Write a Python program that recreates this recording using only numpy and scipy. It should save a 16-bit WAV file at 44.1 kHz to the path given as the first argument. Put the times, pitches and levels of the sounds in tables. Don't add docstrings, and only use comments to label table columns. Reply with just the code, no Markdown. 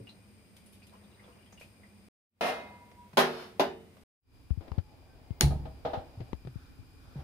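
import sys
import numpy as np
from scipy import signal
from scipy.fft import rfft, irfft, next_fast_len
from scipy.io import wavfile
from scipy.ndimage import map_coordinates

SR = 44100
rng = np.random.default_rng(int(sys.argv[2]) if len(sys.argv) > 2 else 0)


def transcribe(signal):
    frames = np.atleast_2d(signal).T
    limited = np.clip(frames, -1, 1)
    pcm = np.round(limited * 32767).astype(np.int16)
    wavfile.write(sys.argv[1], SR, pcm)


N = 318931
T = np.arange(SR) / SR
CLOCK = np.arange(N) / SR

# (start t/s, end t/s)
POURING, PLACING, LIGHTING = (0, 2.085), (2.28, 4.036), (4.2, 7.3)
SPARK_S = 5.409

# f/Hz, correlation
ALIKE = [(60, 0.62), (150, 0.97), (380, 0.88), (950, 0.21), (2400, 0), (15000, 0.078)]
# f/Hz, relative level per Hz/dB
PRONGS = [(300, -26), (1000, 2.5), (1500, 9.5), (2300, -15), (3000, -13), (3650, -0.5), (3900, -5.5),
          (4300, -6.5), (4750, -10), (5250, -5.5), (6200, -12.5), (8000, -21), (11000, -14), (15000, -25)]
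# f/Hz, relative level per Hz/dB
DROP_COLOUR = [(60, -30), (120, -24.5), (236, -9), (310, -13.5), (400, -2.5), (700, -0.5), (1200, -6.5),
               (1700, -9), (3300, -13.5), (5200, -19), (7900, -31), (11000, -24.5), (15000, -34.5)]


def amp(db):
    return 10 ** (np.asarray(db) / 20)


def unit(x):
    return x / np.sqrt(np.mean(x ** 2) + 1e-20)


def along(points, hz):
    f, v = np.transpose(points)
    return np.interp(np.log(hz + 1), np.log(f), v)


def fade(t60, hold=0):
    return np.exp(-np.log(1000) * np.maximum(T - hold, 0) / t60)


def rise(attack):
    return 1 - np.exp(-T / attack)


def pan(db):
    return amp([[db / 2], [-db / 2]])


def add(out, s, sound):
    i = max(round(s * SR), 0)
    out[:, i:i + SR] += sound[..., :N - i]


def wobble(rate):
    return map_coordinates(rng.standard_normal(1000), [CLOCK * rate], mode="wrap")


def strokes(rows, attack_s, t60):
    gain = 0
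    for s, length, db in rows:
        decay_db = 60 * np.maximum(CLOCK - s - length, 0) / t60
        gain = gain + amp(db - decay_db) * np.clip((CLOCK - s) / attack_s, 0, 1)
    return gain


def during(stretch, fade_s=0):
    start, end = stretch
    return np.clip((CLOCK - start) / max(fade_s, 1 / SR), 0, 1) ** 2 * (CLOCK < end)


def noise(colour, size=SR):
    hz = np.fft.rfftfreq(size, 1 / SR)
    turn = np.arccos(np.clip(along(ALIKE, hz), -1, 1)) / 2
    spectra = rfft(rng.standard_normal((2, size))) * amp(along(colour, hz))
    mid, side = irfft(spectra * [np.cos(turn), np.sin(turn)], size)
    return unit(np.array([mid + side, mid - side]))


def ring(modes, hold=0, scatter_db=2):
    out = np.zeros((2, SR))
    for hz, db, t60 in modes:
        apart = np.arccos(np.clip(along(ALIKE, hz), -1, 1)) / 2 * rng.choice([-1, 1])
        phase = rng.uniform(0, 2 * np.pi) + np.array([[apart], [-apart]])
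        strength = amp(db + scatter_db * rng.normal())
        out += strength * fade(t60, hold) * np.sin(2 * np.pi * hz * T + phase)
    return out


def sheet(x, rugged_db, spacing_hz):
    hz = np.fft.rfftfreq(SR, 1 / SR)
    peaks = [map_coordinates(rng.standard_normal(2000), [hz / spacing_hz], mode="wrap") for port in range(2)]
    depth = rugged_db * np.clip(hz / 2000, 0, 1)
    return unit(irfft(rfft(x) * amp(depth * np.array(peaks)), SR))


def clatter(colour, chatter, length, loss_db, rugged_db, spacing_hz):
    # f/Hz, t/s
    ring_length = [(150, 0.93), (400, 0.66), (1000, 0.63), (3000, 0.54), (7000, 0.4), (15000, 0.36)]
    hz, t, z = signal.stft(sheet(noise(colour), rugged_db, spacing_hz), SR, nperseg=256)
    age = np.maximum(t - chatter, 0) / (length * along(ring_length, hz)[:, None])
    return signal.istft(z * amp(-loss_db * age), SR, nperseg=256)[1][:, :SR]


def thump(hz, t60, left_db):
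    cycles = hz * (T + 0.0055 * rise(0.0028))
    return -np.sin(2 * np.pi * cycles) * rise(0.007) * fade(t60) * pan(left_db) / pan(left_db).mean()


def wash(x, t60, wet_db):
    tail = rng.standard_normal((2, SR)) * fade(t60) * rise(0.0009)
    return x + amp(wet_db) * signal.fftconvolve(x, tail / np.linalg.norm(tail[0]), axes=1)[:, :N]


def background():
    # f/Hz, relative level per Hz/dB
    pour_colour = [(18, -52), (30, -30), (51, -9), (97, -1), (160, -14), (202, 0.5), (243, -11), (639, -19),
                   (1200, -25), (1290, -25.5), (1870, -26.5), (2020, -24), (6720, -37), (8720, -36.5),
                   (15500, -38)]
    burner_colour = [(18, -29), (30, -2.5), (75, 2), (173, -14), (243, -20.5), (284, -13.5), (575, -26),
                     (808, -24), (1640, -30.5), (2490, -33.5), (2830, -31.5), (5040, -36.5), (5590, -40),
                     (14300, -41), (15500, -43.5)]
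    # f/Hz, half-power width of the amplitude squared left unscaled/Hz, level pouring/dB, burner/dB
    whine = [(205, 11, -67, -88), (260, 21, -85, -67.5), (2405, 180, -76.5, -77), (4920, 400, -77.5, -77.5),
             (8770, 510, -74.5, -90), (11000, 120, -87, -88)]
    pour, grate = during(POURING), during(PLACING, fade_s=0.28)
    burner = during(LIGHTING, fade_s=0.16) * amp(2.1 * (CLOCK > SPARK_S))
    out = (amp(-59) * pour + amp(-58) * grate) * noise(pour_colour, size=N)
    out += amp(-56.5) * burner * noise(burner_colour, size=N)
    f = np.fft.rfftfreq(N, 1 / SR)
    for hz, width, pour_db, burner_db in whine:
        resonance = 1 / (1 + (2 * (f - hz) / width) ** 2)
        band = unit(irfft(rfft(rng.standard_normal((2, N))) * resonance, N))
        level = amp(pour_db) * (pour + .5 * grate) + amp(burner_db) * burner
        side = pan(along([(300, 0), (2000, 5.5)], hz))
        out += band * level * side
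    return out


def handling():
    # t/s, level/dB, f/Hz, t60/s
    taps = [(4.506, -11.5, 66, 0.077), (4.574, -20, 83.4, 0.069), (4.715, -21.5, 71.4, .074),
            (4.779, -11, 85, 0.063), (5.306, -15.5, 83, 0.045), (5.973, -22, 83.8, 0.052),
            (6.332, -27, 70, 0.094), (6.557, -21, 92, 0.05), (6.786, -38.5, 96, 0.13)]
    # t/s, level/dB, f/Hz
    bumps = [(0.003, -36, 112.6), (3.132, -42, 149), (6.173, -31, 94.3), (6.202, -28, 117.5),
             (6.45, -32.5, 108.4), (6.468, -29.5, 125), (7.156, -27.5, 137), (7.186, -29, 72)]
    # t/s, level/dB, t60/s
    ticks = [(4.505, -44, .016), (4.608, -50.5, 0.16), (4.681, -46.5, 0.068), (4.718, -32, 0.012),
             (4.783, -38, 0.058), (5.306, -43, .016), (5.654, -46.5, 0.071), (6.204, -42, 0.102),
             (6.331, -23.5, 0.011), (6.45, -48.5, .04), (6.472, -41.5, 0.047)]
    # f/Hz, relative level per Hz/dB
    tick_colour = [(80, 11.5), (350, 9), (800, -1), (2000, -11.5), (4500, -18.5), (7500, -40), (15000, -51)]
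    # start t/s, length/s, relative level/dB
    rustles = [(4.6, 0.19, -54), (4.87, 0.54, -61), (5.55, 0.8, -57.5), (7.03, 0.17, -62.5),
               (7.15, 0.062, -53)]
    # f/Hz, relative level per Hz/dB
    rustle_colour = [(100, -0.5), (400, 0), (800, 1), (1200, -12), (2200, -16), (4500, -22), (8000, -37),
                     (15000, -38.5)]
    grain = amp(1.4 * wobble(60) - 2.5)
    out = strokes(rustles, attack_s=0.025, t60=.12) * grain * noise(rustle_colour, size=N)
    for s, db, hz, t60 in taps:
        add(out, s, amp(db) * thump(hz, t60, left_db=42))
    for s, db, hz in bumps:
        add(out, s, amp(db) * thump(hz, t60=.15, left_db=1))
    for s, db, t60 in ticks:
        add(out, s, amp(db) * fade(t60) * rise(0.0002) ** 2 * noise(tick_colour) * pan(13.4))
    return out


def rubbing():
    # start t/s, length/s, level/dB
    rubs = [(6.45, 0.21, -66.5), (6.92, .31, -67)]
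    # middle t/s, peak level/dB, f/Hz, half-length to 1/e/s
    squeaks = [(4.9, -66, 843, .08), (5.122, -70.5, 1560, .05), (5.327, -72.5, 2110, .06)]
    out = strokes(rubs, attack_s=0.14, t60=1) * noise(PRONGS, size=N)
    for s, db, hz, length in squeaks:
        swell = np.exp(-((CLOCK - s) / length) ** 2)
        out += amp(db) * swell * np.sin(2 * np.pi * hz * CLOCK + wobble(50))
    return out


def water():
    # start t/s, length/s, relative level/dB
    trickles = [(0, 0.11, -73), (.85, .45, -67.5), (1.5, 0.23, -72)]
    # f/Hz, relative level per Hz/dB
    splash = [(200, -3), (500, 2), (1000, -2), (1600, -10.5), (2500, -14.5), (5000, -22), (8000, -28.5)]
    # t/s, relative level/dB, starting f/Hz
    bubbles = [(0.071, -41.5, 2760), (0.092, -42.5, 3960), (0.662, -50, 10000), (0.725, -51, 11000),
               (0.821, -48, 2500), (0.83, -52, 4700), (0.931, -49, 1030), (1.195, -48, 2050),
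               (1.24, -53, 3220), (1.46, -52, 3130), (1.525, -50, 6300), (1.576, -46, 2780),
               (1.613, -39.5, 2430), (1.834, -47.5, 2000)]
    # f/Hz, relative level/dB, t60/s
    glug = [(275, -45, 0.15), (374, -47, 0.11), (444, -47, 0.13), (540, -52, 0.13)]
    # t/s, relative level/dB, t60/s
    crinkles = [(0.566, -54, 0.061), (0.66, -65.5, 0.16), (0.73, -62.5, 0.23), (0.868, -56.5, .06),
                (1.597, -59, 0.31)]
    # f/Hz, relative level per Hz/dB
    foil = [(300, -12), (900, -17), (3000, -0.5), (7500, -10.5), (11500, -4.5), (15500, -22)]
    # t/s, relative level/dB, t60/s
    drops = [(0.09, -63, 0.061), (0.562, -63, 0.045), (0.925, -59.5, 0.32), (1.355, -57, 0.1),
             (1.526, -48, 0.027), (1.611, -44, 0.018)]
    flutter = amp(5.1 * wobble(22.3))
    out = strokes(trickles, attack_s=0.14, t60=.7) * flutter * noise(splash, size=N)
    small = []
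    for when, strength, pitch in rng.random(size=(18, 3)):
        small.append((.8 + .72 * when, -58 + (2 * strength - 1), 1400 * 2 ** (1.5 * pitch)))
    plinks = np.zeros((2, N))
    for s, db, hz in list(bubbles) + small:
        life = 35 / hz
        tone = np.sin(2 * np.pi * hz * T * (1 + 0.061 * T / life))
        add(plinks, s, amp(db) * np.sqrt(hz / 2000) * fade(life) * tone)
    add(out, 0, ring(glug) * rise(0.0012))
    for hits, colour in (crinkles, foil), (drops, splash):
        for s, db, t60 in hits:
            add(out, s, amp(db) * fade(t60) * rise(0.00041) * noise(colour))
    out = wash(out, t60=0.24, wet_db=-2.5) + amp(-7.0) * wash(plinks, t60=0.16, wet_db=9)
    return out * pan(1.0) * during(POURING)


def lighter():
    # f/Hz, relative level per Hz/dB
    spark = [(100, -20.5), (700, -19.5), (1600, -2), (2400, -10.5), (4000, 0.5), (5000, -7), (6400, 1.5),
             (8200, -21), (9500, -4.5), (13000, -15.5), (15500, -13.5)]
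    # f/Hz, relative level per Hz/dB
    spark_tail = [(100, 1), (350, 9), (600, -3), (850, 2), (1100, -7.5), (1600, -3.5), (2800, -5.5),
                  (3600, -4.5), (4200, 1), (5200, -8), (7200, -10), (8300, -18), (9500, -6), (12000, -17),
                  (15000, -19)]
    # t/s, relative level/dB, t60/s
    knocks = [(5.506, -40, 0.27), (5.653, -43.5, 0.17), (5.849, -30.5, 0.36), (5.932, -31.5, 0.31)]
    # f/Hz, relative level per Hz/dB
    knock_colour = [(80, -10), (260, -8.5), (380, -6.5), (650, 2.5), (830, 2), (1050, -14.5), (1300, -12),
                    (2200, -23.5), (3600, -22.5), (5300, -33), (8000, -52), (14000, -49.5)]
    # f/Hz, relative level/dB, t60/s
    burner_modes = [(262.3, -14, 0.36), (490, -7.5, 0.32), (638, -1.5, 0.23), (790, -1.5, 0.26),
                    (1250, -10.5, 0.17)]
    out = np.zeros((2, N))
    crack = amp(-10) * fade(0.008, hold=.001) * noise(spark)
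    tail_decay = amp(-31.5) * fade(0.11, hold=0.017) + amp(-33) * fade(0.31)
    tail = tail_decay * sheet(noise(spark_tail), rugged_db=3.5, spacing_hz=45.3)
    add(out, SPARK_S, (crack + tail) * rise(0.00029))
    for s, db, t60 in knocks:
        decay = fade(t60) * (0.91 + 0.3 * fade(0.088, hold=0.013))
        knock = amp(-0.5) * decay * noise(knock_colour) + amp(-1) * ring(burner_modes)
        add(out, s, amp(db) * rise(0.0021) * knock)
    return out


def ignition():
    # f/Hz, relative level/dB, t60/s
    flame = [(69.1, -19.5, 0.96), (142.8, -17, 0.58), (106.1, -29, 0.51), (281, -39.5, 0.23)]
    # f/Hz, relative level per Hz/dB
    whoomp = [(30, -4.5), (70, 2), (150, -0.5), (250, -12.5), (400, -18.5), (550, -29), (850, -20),
              (1200, -44.5), (3000, -60.5)]
    out = np.zeros((2, N))
    swell = 1 / (1 + np.exp(-(T - .026) / 0.0036))
    swing = sum(amp(db) * fade(t60, hold=0.017) * np.sin(2 * np.pi * hz * T) for hz, db, t60 in flame)
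    flare = swing * (.4 + .8 * fade(.1, hold=.066))
    roar = amp(-24.5) * fade(0.61, hold=0.034) * noise(whoomp)
    add(out, SPARK_S, swell * (flare + roar))
    return out


def shifting():
    # start t/s, length/s, relative level/dB
    hums = [(2.52, 0.16, -56.5), (2.69, 0.072, -50.5), (2.79, 0.042, -54.5), (2.85, .1, -63),
            (2.96, .105, -55.5)]
    # t/s, level/dB
    grazes = [(2.914, -54.5), (3.131, -50.5), (3.968, -55)]
    # start t/s, length/s, relative level/dB
    scrapes = [(3.28, .15, -51)]
    # f/Hz, relative level/dB
    shimmer_modes = [(3020, -3.5), (3640, -1), (4300, -1.5), (4520, -5.5), (5230, -2.5)]
    hum = np.sin(2 * np.pi * 970 * CLOCK + np.array([[0], [.8]]))
    out = strokes(hums, attack_s=0.035, t60=.15) * amp(1.5 * wobble(24.9)) * hum
    for s, db in grazes:
        add(out, s, amp(db) * fade(.07) * rise(.001) * noise(DROP_COLOUR))
    shimmer = np.zeros((2, N))
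    for port in range(2):
        for hz, db in shimmer_modes:
            tone = np.sin(2 * np.pi * hz * CLOCK + 1.7 * wobble(70))
            shimmer[port] += amp(db + 3 * wobble(14)) * tone
    grit = amp(-5.5 + 1.5 * wobble(90)) * noise(PRONGS, size=N)
    out += strokes(scrapes, attack_s=.1, t60=0.33) * (amp(-3.5) * unit(shimmer) + grit)
    out += amp(3) * strokes(scrapes, attack_s=.03, t60=.5) * noise(DROP_COLOUR, size=N)
    return out * during(PLACING)


def bowl():
    # t/s, clatter level/dB, chatter t/s, first blow share, ring length factor,
    # bowl ring relative level/dB, stove ring relative level/dB
    clanks = [(2.4089, -29.5, 0.082, 0.28, 1, -34.5, -61), (3.171, -20, 0.031, 0.079, 0.69, -57, -23.5),
              (3.5955, -23, .012, 0.45, 0.57, -54, -30)]
    # f/Hz, relative level per Hz/dB
    rim_colour = [(60, -30.5), (120, -20.5), (236, -7.5), (285, -11.5), (500, -4), (740, 2), (930, -9),
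                  (1400, -9.5), (2900, -17.5), (5200, -23), (7900, -37), (10300, -29.5), (15000, -40.5)]
    settle_colour = [(60, -26.5), (110, -28), (160, -8), (385, -2.5), (500, -11), (590, 3), (850, -2),
                     (1150, -14), (1600, -15), (3700, -20), (5200, -24), (7900, -39), (12000, -33),
                     (15000, -40)]
    # f/Hz, relative level/dB, t60/s
    bowl_modes = [(231, -8, 0.46), (458, -4.5, .52), (498, -12.5, .33), (674, -5.5, .42),
                  (722.4, -3.5, 0.44), (967, -11, .66), (1245, -9.5, .45), (1830, -14.5, .36),
                  (2090, -8, .85), (2504, -9.5, 0.67), (2579, -12, .58), (3585, -16, .5)]
    # f/Hz, relative level/dB, t60/s
    stove_modes = [(158, -15.5, .65), (194.5, -11, .34), (246, -8, 0.57), (363, -10, 0.77), (392.7, 0, .42),
                   (450.4, -9, .7), (577, -1.5, 0.21), (650, -4, .24), (783, -6.5, .3), (933, -8, 0.27),
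                   (1022, 2.5, 0.19), (1210, -12, .17), (1430, -11, 0.32), (1535, -9, .26),
                   (1640, -13, .21), (1780, -12.5, .35), (2000, -13.5, 0.17), (2800, -12, .17),
                   (2955, -24, .6), (3360, -11, .14), (3670, -17.5, 0.41)]
    out = np.zeros((2, N))
    colours = (rim_colour, DROP_COLOUR, settle_colour)
    for (s, db, chatter, blow, length, bowl_db, stove_db), colour in zip(clanks, colours):
        quick = clatter(colour, chatter, length, loss_db=100, rugged_db=3.5, spacing_hz=70)
        lingering = clatter(colour, chatter, length, loss_db=52, rugged_db=5.5, spacing_hz=24)
        crash = amp(-1.7) * quick + amp(-6.7) * lingering
        crash = crash * rise(.0006) * (1 + blow * fade(.06))
        modes = amp(bowl_db) * ring(bowl_modes, hold=chatter / 2)
        modes += amp(stove_db) * ring(stove_modes, hold=chatter / 2)
        add(out, s, amp(db) * crash + modes * rise(0.0047) * pan(-1.5))
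    return out * during(PLACING)


def scene():
    return background() + handling() + rubbing() + water() + lighter() + ignition() + shifting() + bowl()


def record(dry):
    size = next_fast_len(N + SR // 2)
    passband = np.fft.rfftfreq(size, 1 / SR) < 15600
    return irfft(rfft(dry, size) * passband, size)[:, :N]


dry = scene()
out = record(dry)
transcribe(out)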